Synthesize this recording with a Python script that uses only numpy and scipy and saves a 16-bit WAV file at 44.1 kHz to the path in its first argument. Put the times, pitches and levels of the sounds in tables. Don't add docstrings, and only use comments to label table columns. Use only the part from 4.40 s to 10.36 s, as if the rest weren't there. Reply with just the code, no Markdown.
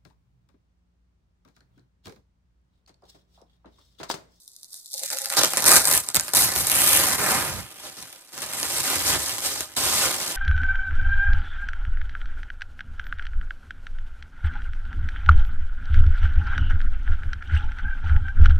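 import sys
import numpy as np
from scipy import signal
from scipy.fft import rfft, irfft, next_fast_len
from scipy.io import wavfile

SR = 44100
rng = np.random.default_rng(int(sys.argv[2]) if len(sys.argv) > 2 else 0)


def transcribe(signal):
    frames = np.atleast_2d(signal).T
    limited = np.clip(frames, -1, 1)
    pcm = np.round(limited * 32767).astype(np.int16)
    wavfile.write(sys.argv[1], SR, pcm)


N = 262880

# (time [s], tautness [0-1])
PULL = [(.45, 0), (.53, 0.58), (.76, 0.85), (.89, 0.66), (.96, 0.07), (1.45, 0.05)]
# (time [s], rustle [dB], sheet above the rustle [dB])
GRIP = [(0, -56, -40), (.29, -53, -25), (.5, -47.5, -30), (.53, -35, -13), (.66, -34.5, -8),
        (.89, -34.5, -8), (1.2, -28.5, -2), (1.44, -28, -10), (1.63, -39.5, -8), (1.91, -43, -4),
        (2.08, -28, -4.5), (3.27, -47, 1.5), (3.65, -45, -2.5), (3.9, -52.5, -2.5), (4.08, -36, -0.5),
        (5.02, -33, -4.5), (5.3, -49.5, -0.5), (5.96, -31, -3.5)]
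# (start [s], length [s], first level [dB], last level [dB],
# crackle against smooth sliding [0-1], brightness [dB], sheet [dB], air [dB])
STROKES = [(0.317, 0.054, -49, -42, 0.1, -2, -27, -40), (0.708, 0.03, -31, -31, 0.8, -2, -4, -45),
           (0.911, 0.02, -30, -31.5, 0.6, 1.5, 1.5, -26), (0.966, 0.087, -15, -31, 0.64, -10, -1, -16.5),
           (1.17, 0.019, -20, -25.5, 1, -0.5, -4, -22), (1.258, 0.115, -12, -12.5, 0.68, 1.5, -6, -22.5),
           (1.455, 0.11, -22.5, -17, 0.85, 5, -7, -21), (1.739, 0.16, -34, -38, 0.9, 2, -6.5, -19),
           (1.946, 0.099, -16, -18, 0.14, 1.5, -8.5, -19), (2.027, 0.027, -47, -35, 0.46, 4, -10, 1),
           (2.152, 0.06, -26, -21.5, 0.75, 3.5, -8.5, -12), (2.262, 0.012, -19, -21.5, 0.6, 2, -10.5, -18),
           (2.3, 0.271, -21.5, -16.5, 0.58, 5, -6, -18), (2.578, 0.17, -21, -23.5, 0.55, 0, -2.5, -12.5),
           (2.775, 0.155, -26.5, -22.5, 0.6, 0.5, 1.5, -7), (2.937, 0.15, -24, -32, 0.35, 0, 1.5, -7),
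           (3.081, .12, -37.5, -43.5, 0.9, -12, 5.5, 7), (3.41, 0.05, -53, -39.5, 0.1, -8, 2.5, -7.5),
           (3.563, 0.065, -46, -48.5, 0.1, -14, -2, -1.5), (3.923, 0.11, -45.5, -34, 0.7, -4.5, -1, -10),
           (4.121, .285, -33.5, -25, 0.5, -0.5, -5.5, -19), (4.428, 0.128, -26.5, -23.5, 0.4, -2, -3, -25),
           (4.575, 0.12, -28.5, -26, 0.55, -0.5, -3.5, -21),
           (4.658, 0.095, -20.5, -26.5, 0, -4.5, -4.5, -23), (4.783, 0.12, -31, -29, 0.53, -3.5, -4.5, -33),
           (5.01, 0.052, -40, -22.5, 0.24, -1, -5, -27), (5.09, 0.14, -29.5, -33.5, 0.2, -4, -5, -22.5),
           (5.361, 0.27, -24.5, -22.5, 0.14, -3, -3, -16.5), (5.604, 0.057, -27, -22.5, 0.2, -5, -1, -14),
           (5.673, 0.25, -26, -36.5, 0.65, -4.5, -2, -14.5)]
# (time [s], level [dB])
SNAPS = [(0.0785, -26), (0.1638, -28), (0.2314, -26), (0.2446, -30), (0.3314, -24), (0.3426, -20),
         (.4595, -24), (.518, -26), (.5325, -21), (0.5405, -14), (0.5945, -20), (0.6345, -10),
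         (0.7028, -14), (0.7307, -12), (.7715, -15), (0.7865, -10.5), (0.8180, -13), (.847, -16),
         (0.8577, -9.5), (0.9012, -11), (.937, -13), (0.9692, -8), (1.0158, -7), (1.0343, -2), (1.0432, -8),
         (1.0468, -5), (1.0565, -9), (1.1348, -8), (1.1718, -3), (1.2416, -3), (1.2545, -5), (1.2612, -1),
         (1.2788, -1), (1.3177, -1), (1.3648, -1), (1.4444, -9), (1.4541, -2), (1.4735, -7), (1.4834, -6),
         (1.513, -1), (1.5387, -1), (1.6880, -10.5), (1.702, -19), (1.7455, -3), (1.7538, -4), (1.7614, -2),
         (1.7682, -1), (1.7972, -5), (1.809, -13), (1.8815, -13), (1.8905, -16), (1.9355, -6), (1.939, -8),
         (1.9495, -3), (1.9703, -4), (2.0217, -3), (2.123, -13), (2.1608, -4), (2.2064, -8), (2.2706, -11),
         (2.2987, -5), (2.317, -6), (2.533, -3), (2.573, -4), (2.638, -7), (3.6262, -24), (3.7274, -28),
         (3.9779, -21), (4.0193, -18), (4.2298, -8), (4.9826, -15), (5.2070, -10)]
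# (middle [s], length [s], level [dB])
FLOPS = [(.985, .03, -21), (1.335, .05, -21), (2.95, .15, -29), (4.543, .06, -26), (4.742, .09, -23.5)]
# (middle [s], length [s], level [dB])
RUBS = [(.545, .035, -51), (.595, .035, -51), (.63, .05, -41.5), (.735, .075, -38), (.815, .07, -46),
        (.872, .045, -45), (.92, .045, -39)]
# (frequency [Hz], relative density [dB per Hz])
CRISP = [(2350, -39.5), (3150, -18), (3650, 0), (4800, 2.16), (6300, 1.5), (8000, 0.5), (9200, 1),
         (11200, -2.5), (14000, 2.5), (15800, -7)]
# (time [s], frequency [Hz])
FOLD_PITCH = [(1.3, 8800), (1.78, 8800), (2.0, 10800), (2.65, 11400), (2.85, 8800), (3.0, 10000),
              (4.7, 8240)]
# (frequency [Hz], relative density [dB per Hz])
SHEET = [(130, -20.5), (250, 0.5), (340, 3), (440, -1), (550, 2), (720, 0.5), (870, 0.5), (1300, -1),
         (1900, -1.5), (2700, -1), (3250, 0), (4300, -11.5)]
# (time [s], level [dB])
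CUP = [(.93, 2), (1.02, -2), (1.33, 4.5), (1.75, 1.5), (2.05, 2), (2.45, 0.5), (2.65, 1), (2.85, 4),
       (3.02, 2), (3.3, -1.5), (3.7, -1), (4.2, 0.5), (5.0, -1), (5.5, -1)]
# (frequency [Hz], slope [dB per dB])
CUP_COLOUR = [(350, 0), (600, 0.46), (1000, 0.93), (1700, 0.5), (2300, -0.5), (3100, -2.5)]
# (time [s], frequency [Hz])
REACH = [(.53, 3600), (.62, 2200), (.72, 1500)]
# (frequency [Hz], half width [Hz], relative level [dB])
TAUT_MODES = [(292, 20, -13), (545, 28, 6), (675, 22, -1), (830, 32, 3.5), (1060, 24, -13)]
# (frequency [Hz], relative density [dB per Hz])
AIR = [(20, -56), (45, -11), (70, 0.5), (120, 0.5), (210, -3), (350, -19.5)]
# (time [s], level [dB])
BILLOW = [(0, -3), (.97, -35), (1.2, -1.5), (2.1, 4.5), (2.85, -8.5), (3.2, 2), (3.8, -11), (4.7, 11),
          (5.45, 5), (5.96, -11)]
# (frequency [Hz], coherence [0-1], phase lead of the left [rad],
# left minus right [dB])
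PORTS = [(60, .68, .1, -4.5), (130, .66, 0, -6.5), (400, .62, -.1, -4.8), (1300, .78, -.35, -2.3),
         (2100, .58, -1.0, -.8), (2900, .4, -2.3, -1.2), (3800, .33, -2.7, -1.2), (4800, .52, -3.2, -1.6),
         (6200, .33, -2.3, -.8), (7400, .62, -1.3, 0), (8600, .97, 0, 0), (9300, .995, 0, 0),
         (11300, .995, 0, 0), (12200, .65, 1.1, 0), (13800, .7, 2.2, 0), (14700, .98, 3.1, 0)]

GRIP_CRACKLE, GRIP_BRIGHT_DB = 0.8, -2
GRIP_AIR_DB, TAUT_AIR_DB = -14.5, -11.5
ATTACK_S, RELEASE_DB_PER_S = 0.0072, 312
BUCKLES_PER_S, FIBRE_CATCHES_PER_S = 650, 6000
BUCKLE_CLUMP_DB, BUCKLE_SPREAD_DB, BUCKLE_DECAY_S = 1, 4.0, .00036
SNAP_DB, SNAP_DECAY_S = -1.5, .00039
STRAYS_PER_S, TAUT_STRAYS_PER_S, STRAY_DB, STRAY_SPREAD_DB = 1, 35, 11, 2.5
FOLD_PEAK_DB, FOLD_OCTAVES = 3.5, .3
TICK_RING_SHARE, TICK_RING_S = .07, .0013
ROOM_T60_S, ROOM_DB, FLOOR_DB = 0.12, -8, -75
CUTOFF_HZ = 15800

TIME = np.arange(N) / SR
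SIZE = 2 * next_fast_len(N // 2 + SR // 2)
HZ = np.maximum(np.arange(SIZE // 2 + 1) * SR / SIZE, 1)


def hands():
    grip_db, grip_sheet_db = in_time(GRIP)
    taut = tautness()
    grip = from_db(grip_db) ** 2
    grip_air_db = grip_sheet_db + GRIP_AIR_DB + TAUT_AIR_DB * taut
    parts = [(grip, GRIP_CRACKLE, GRIP_BRIGHT_DB, grip_sheet_db, grip_air_db)]
    for start, length, first_db, last_db, *feel in STROKES:
        parts.append((stroke(start, length, first_db, last_db), *feel))
    rustle = crackly = bright = to_sheet = to_air = 0
    for power, share, bright_db, sheet_db, air_db in parts:
        rustle = rustle + power
        crackly = crackly + power * np.clip(share, 0, 1)
        bright = bright + power * bright_db
        to_sheet = to_sheet + power * from_db(sheet_db) ** 2
        to_air = to_air + power * from_db(air_db) ** 2
    sliding = rustle - crackly + grip * strays(taut)
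    return sliding, crackly, bright / rustle, to_sheet / rustle, to_air / rustle


def tautness():
    return np.clip(in_time(PULL)[0], 0, 1)


def stroke(start, length, first_db, last_db):
    age = TIME - start
    course_db = np.interp(age, [0, length], [first_db, last_db])
    level_db = course_db - RELEASE_DB_PER_S * np.clip(age - length, 0, 1)
    return (np.clip(age / ATTACK_S, 0, 1) * from_db(level_db)) ** 2


def strays(taut):
    born = rng.random(N) < (STRAYS_PER_S + TAUT_STRAYS_PER_S * taut) / SR
    energy = born * from_db(STRAY_DB + STRAY_SPREAD_DB * rng.standard_normal(N)) ** 2
    return linger(energy, SNAP_DECAY_S) * SNAP_DECAY_S * SR


def crackle(per_s, spread_db, clump_db, decay_s):
    born = rng.random(N) < per_s * from_db(clump_db * drift(90)) / SR
    size = np.minimum(rng.exponential(1, N), 2)
    energy = born * from_db(spread_db * size) ** 2
    return linger(energy / (energy.mean() + 1e-12), decay_s)


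def bursts(events, decay_s):
    power = np.zeros(N)
    for s, level_db in events:
        power[int(s * SR)] += from_db(level_db) ** 2
    return linger(power, decay_s) * decay_s * SR


def swells(events):
    power = 0
    for middle, length, level_db in events:
        arch = np.cos(np.pi * np.clip((TIME - middle) / length, -.5, .5))
        power = power + (from_db(level_db) * arch) ** 2
    return power


def ticks(power, bright_db, patchy_db=2.0, level_db=-1.51):
    power = (1 - TICK_RING_SHARE) * power + TICK_RING_SHARE * linger(power, TICK_RING_S)
    plain = radiate(power, from_db(in_frequency(CRISP)[0]))
    centres = np.geomspace(3300, 14000, num=9)
    tilts = np.interp(centres, [5500, 8500], [-.7, .3])
    peak_hz = in_time(FOLD_PITCH)[0]
    levels_db = []
    for hz, tilt in zip(centres, tilts):
        octaves_off = np.log2(hz / peak_hz)
        peak_db = FOLD_PEAK_DB * np.exp(-(octaves_off / FOLD_OCTAVES) ** 2)
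        levels_db.append(tilt * bright_db + peak_db)
    return from_db(level_db) * shifting(plain, centres, 250, patchy_db, levels_db)


def sheet(power, bright_db, ring_s=0.0028, patchy_db=1.5, flutter_db=1.0, slack_db=-0.81,
          edge_db_per_octave=30):
    taut, cup_db, lowest_hz = tautness(), in_time(CUP)[0], in_time(REACH)[0]
    power = power * from_db(flutter_db * drift(150)) ** 2
    shaken = linger(power, ring_s) * (1 - taut) + power * taut
    plain = radiate(shaken, from_db(in_frequency(SHEET)[0]))
    centres = np.geomspace(250, 3300, num=22)
    levels_db = []
    for hz in centres:
        tilt_db = np.interp(hz, [1200, 2500], [-.3, .6]) * bright_db
        hollow_db = np.interp(hz, *np.transpose(CUP_COLOUR)) * cup_db
        octaves_below = np.maximum(np.log2(lowest_hz / hz), 0)
        levels_db.append(tilt_db + hollow_db - taut * edge_db_per_octave * octaves_below)
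    return from_db(slack_db) * shifting(plain, centres, 35, patchy_db, levels_db)


def shifting(spectrum, centres, rate, spread_db, levels_db):
    out = 0
    for own, level_db in zip(np.eye(len(centres)), levels_db):
        band = irfft(spectrum * np.interp(HZ, centres, own))[:, :N]
        out = out + band * from_db(spread_db * drift(rate) + level_db)
    return rfft(out, SIZE)


def drum(wander_s=0.00052):
    warped = TIME + wander_s * drift(8.03)
    sides = irfft(radiate(swells(RUBS), resonances(TAUT_MODES)))[:, :N]
    return rfft([np.interp(warped, TIME, side) for side in sides], SIZE)


def resonances(modes):
    return sum(from_db(db) / (1 + ((HZ - hz) / width) ** 2) for hz, width, db in modes)


def air(power, billow_db, ring_s=0.0098, deep_hz=110, level_db=1.0):
    puffs = from_db(level_db) * radiate(linger(power, ring_s), from_db(in_frequency(AIR)[0]))
    deep = puffs / (1 + (HZ / deep_hz) ** 4)
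    billowing = rfft(irfft(deep)[:, :N] * from_db(billow_db), SIZE)
    return puffs - deep + billowing


def room(pair, dull_hz=4000, thin_hz=220):
    age = TIME[:SR // 2]
    tail = rng.standard_normal((2, len(age))) * from_db(-60 * age / ROOM_T60_S) * (age > .004)
    tail /= np.sqrt(np.sum(tail ** 2, axis=1, keepdims=True))
    damping = np.sqrt(1 + (HZ / dull_hz) ** 2 + (thin_hz / HZ) ** 2)
    return pair * rfft(tail, SIZE) * from_db(ROOM_DB) / damping


def noise_floor():
    return from_db(FLOOR_DB) * radiate(np.ones(N), 1 / (HZ + 200))


def ports(pair):
    alike, lead, balance_db = in_frequency(PORTS)
    alike, sides = np.clip(alike, 0, 1), np.array([[1], [-1]])
    shared = np.sqrt((1 + alike) / 2) * pair[0]
    opposed = sides * np.sqrt((1 - alike) / 2) * pair[1]
    gains = from_db(sides * balance_db / 2)
    gains = gains / np.sqrt(np.mean(gains ** 2, axis=0))
    return (shared + opposed) * np.exp(.5j * sides * lead) * gains


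def from_db(db):
    return 10 ** (np.asarray(db) / 20)


def in_time(rows):
    s, *columns = np.transpose(rows)
    return [np.interp(TIME, s, c) for c in columns]


def in_frequency(rows):
    hz, *columns = np.transpose(rows)
    return [np.interp(np.log(HZ), np.log(hz), c) for c in columns]


def causal(gain):
    cepstrum = irfft(np.log(gain / np.sqrt(np.mean(gain ** 2)) + 1e-6))
    cepstrum[1:SIZE // 2] *= 2
    cepstrum[SIZE // 2 + 1:] = 0
    return np.exp(rfft(cepstrum))


def linger(power, decay_s):
    r = np.exp(-1 / (decay_s * SR))
    return signal.lfilter([1 - r], [1, -r], power + 1e-18)


def drift(rate):
    slow = signal.resample_poly(rng.standard_normal(N // 100), 100, 1)
    return np.interp(np.arange(N) * rate * 100 / SR, np.arange(len(slow)), slow)


def radiate(power, gain):
    return rfft(np.sqrt(power) * rng.standard_normal((2, N)), SIZE) * causal(gain)


def scene():
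    sliding, crackly, bright_db, to_sheet, to_air = hands()
    fibres = crackle(FIBRE_CATCHES_PER_S, BUCKLE_SPREAD_DB, BUCKLE_CLUMP_DB, BUCKLE_DECAY_S / 2)
    buckles = crackle(BUCKLES_PER_S, BUCKLE_SPREAD_DB, BUCKLE_CLUMP_DB, BUCKLE_DECAY_S)
    snaps = from_db(SNAP_DB) ** 2 * bursts(SNAPS, SNAP_DECAY_S)
    power = sliding * fibres + crackly * buckles + snaps
    flops = swells(FLOPS)
    paper = ticks(power, bright_db) + sheet(power * to_sheet + flops, bright_db) + drum()
    flop_air = flops * from_db(-13.5) ** 2
    paper = paper + air(power * to_air + flop_air, in_time(BILLOW)[0])
    return irfft(ports(paper + room(paper) + noise_floor()))[:, :N]


def record(dry):
    low_pass = signal.firwin(301, CUTOFF_HZ, fs=SR)
    return signal.fftconvolve(np.clip(dry, -1, 1), low_pass[None], mode="same", axes=1)


dry = scene()
out = record(dry)
transcribe(out)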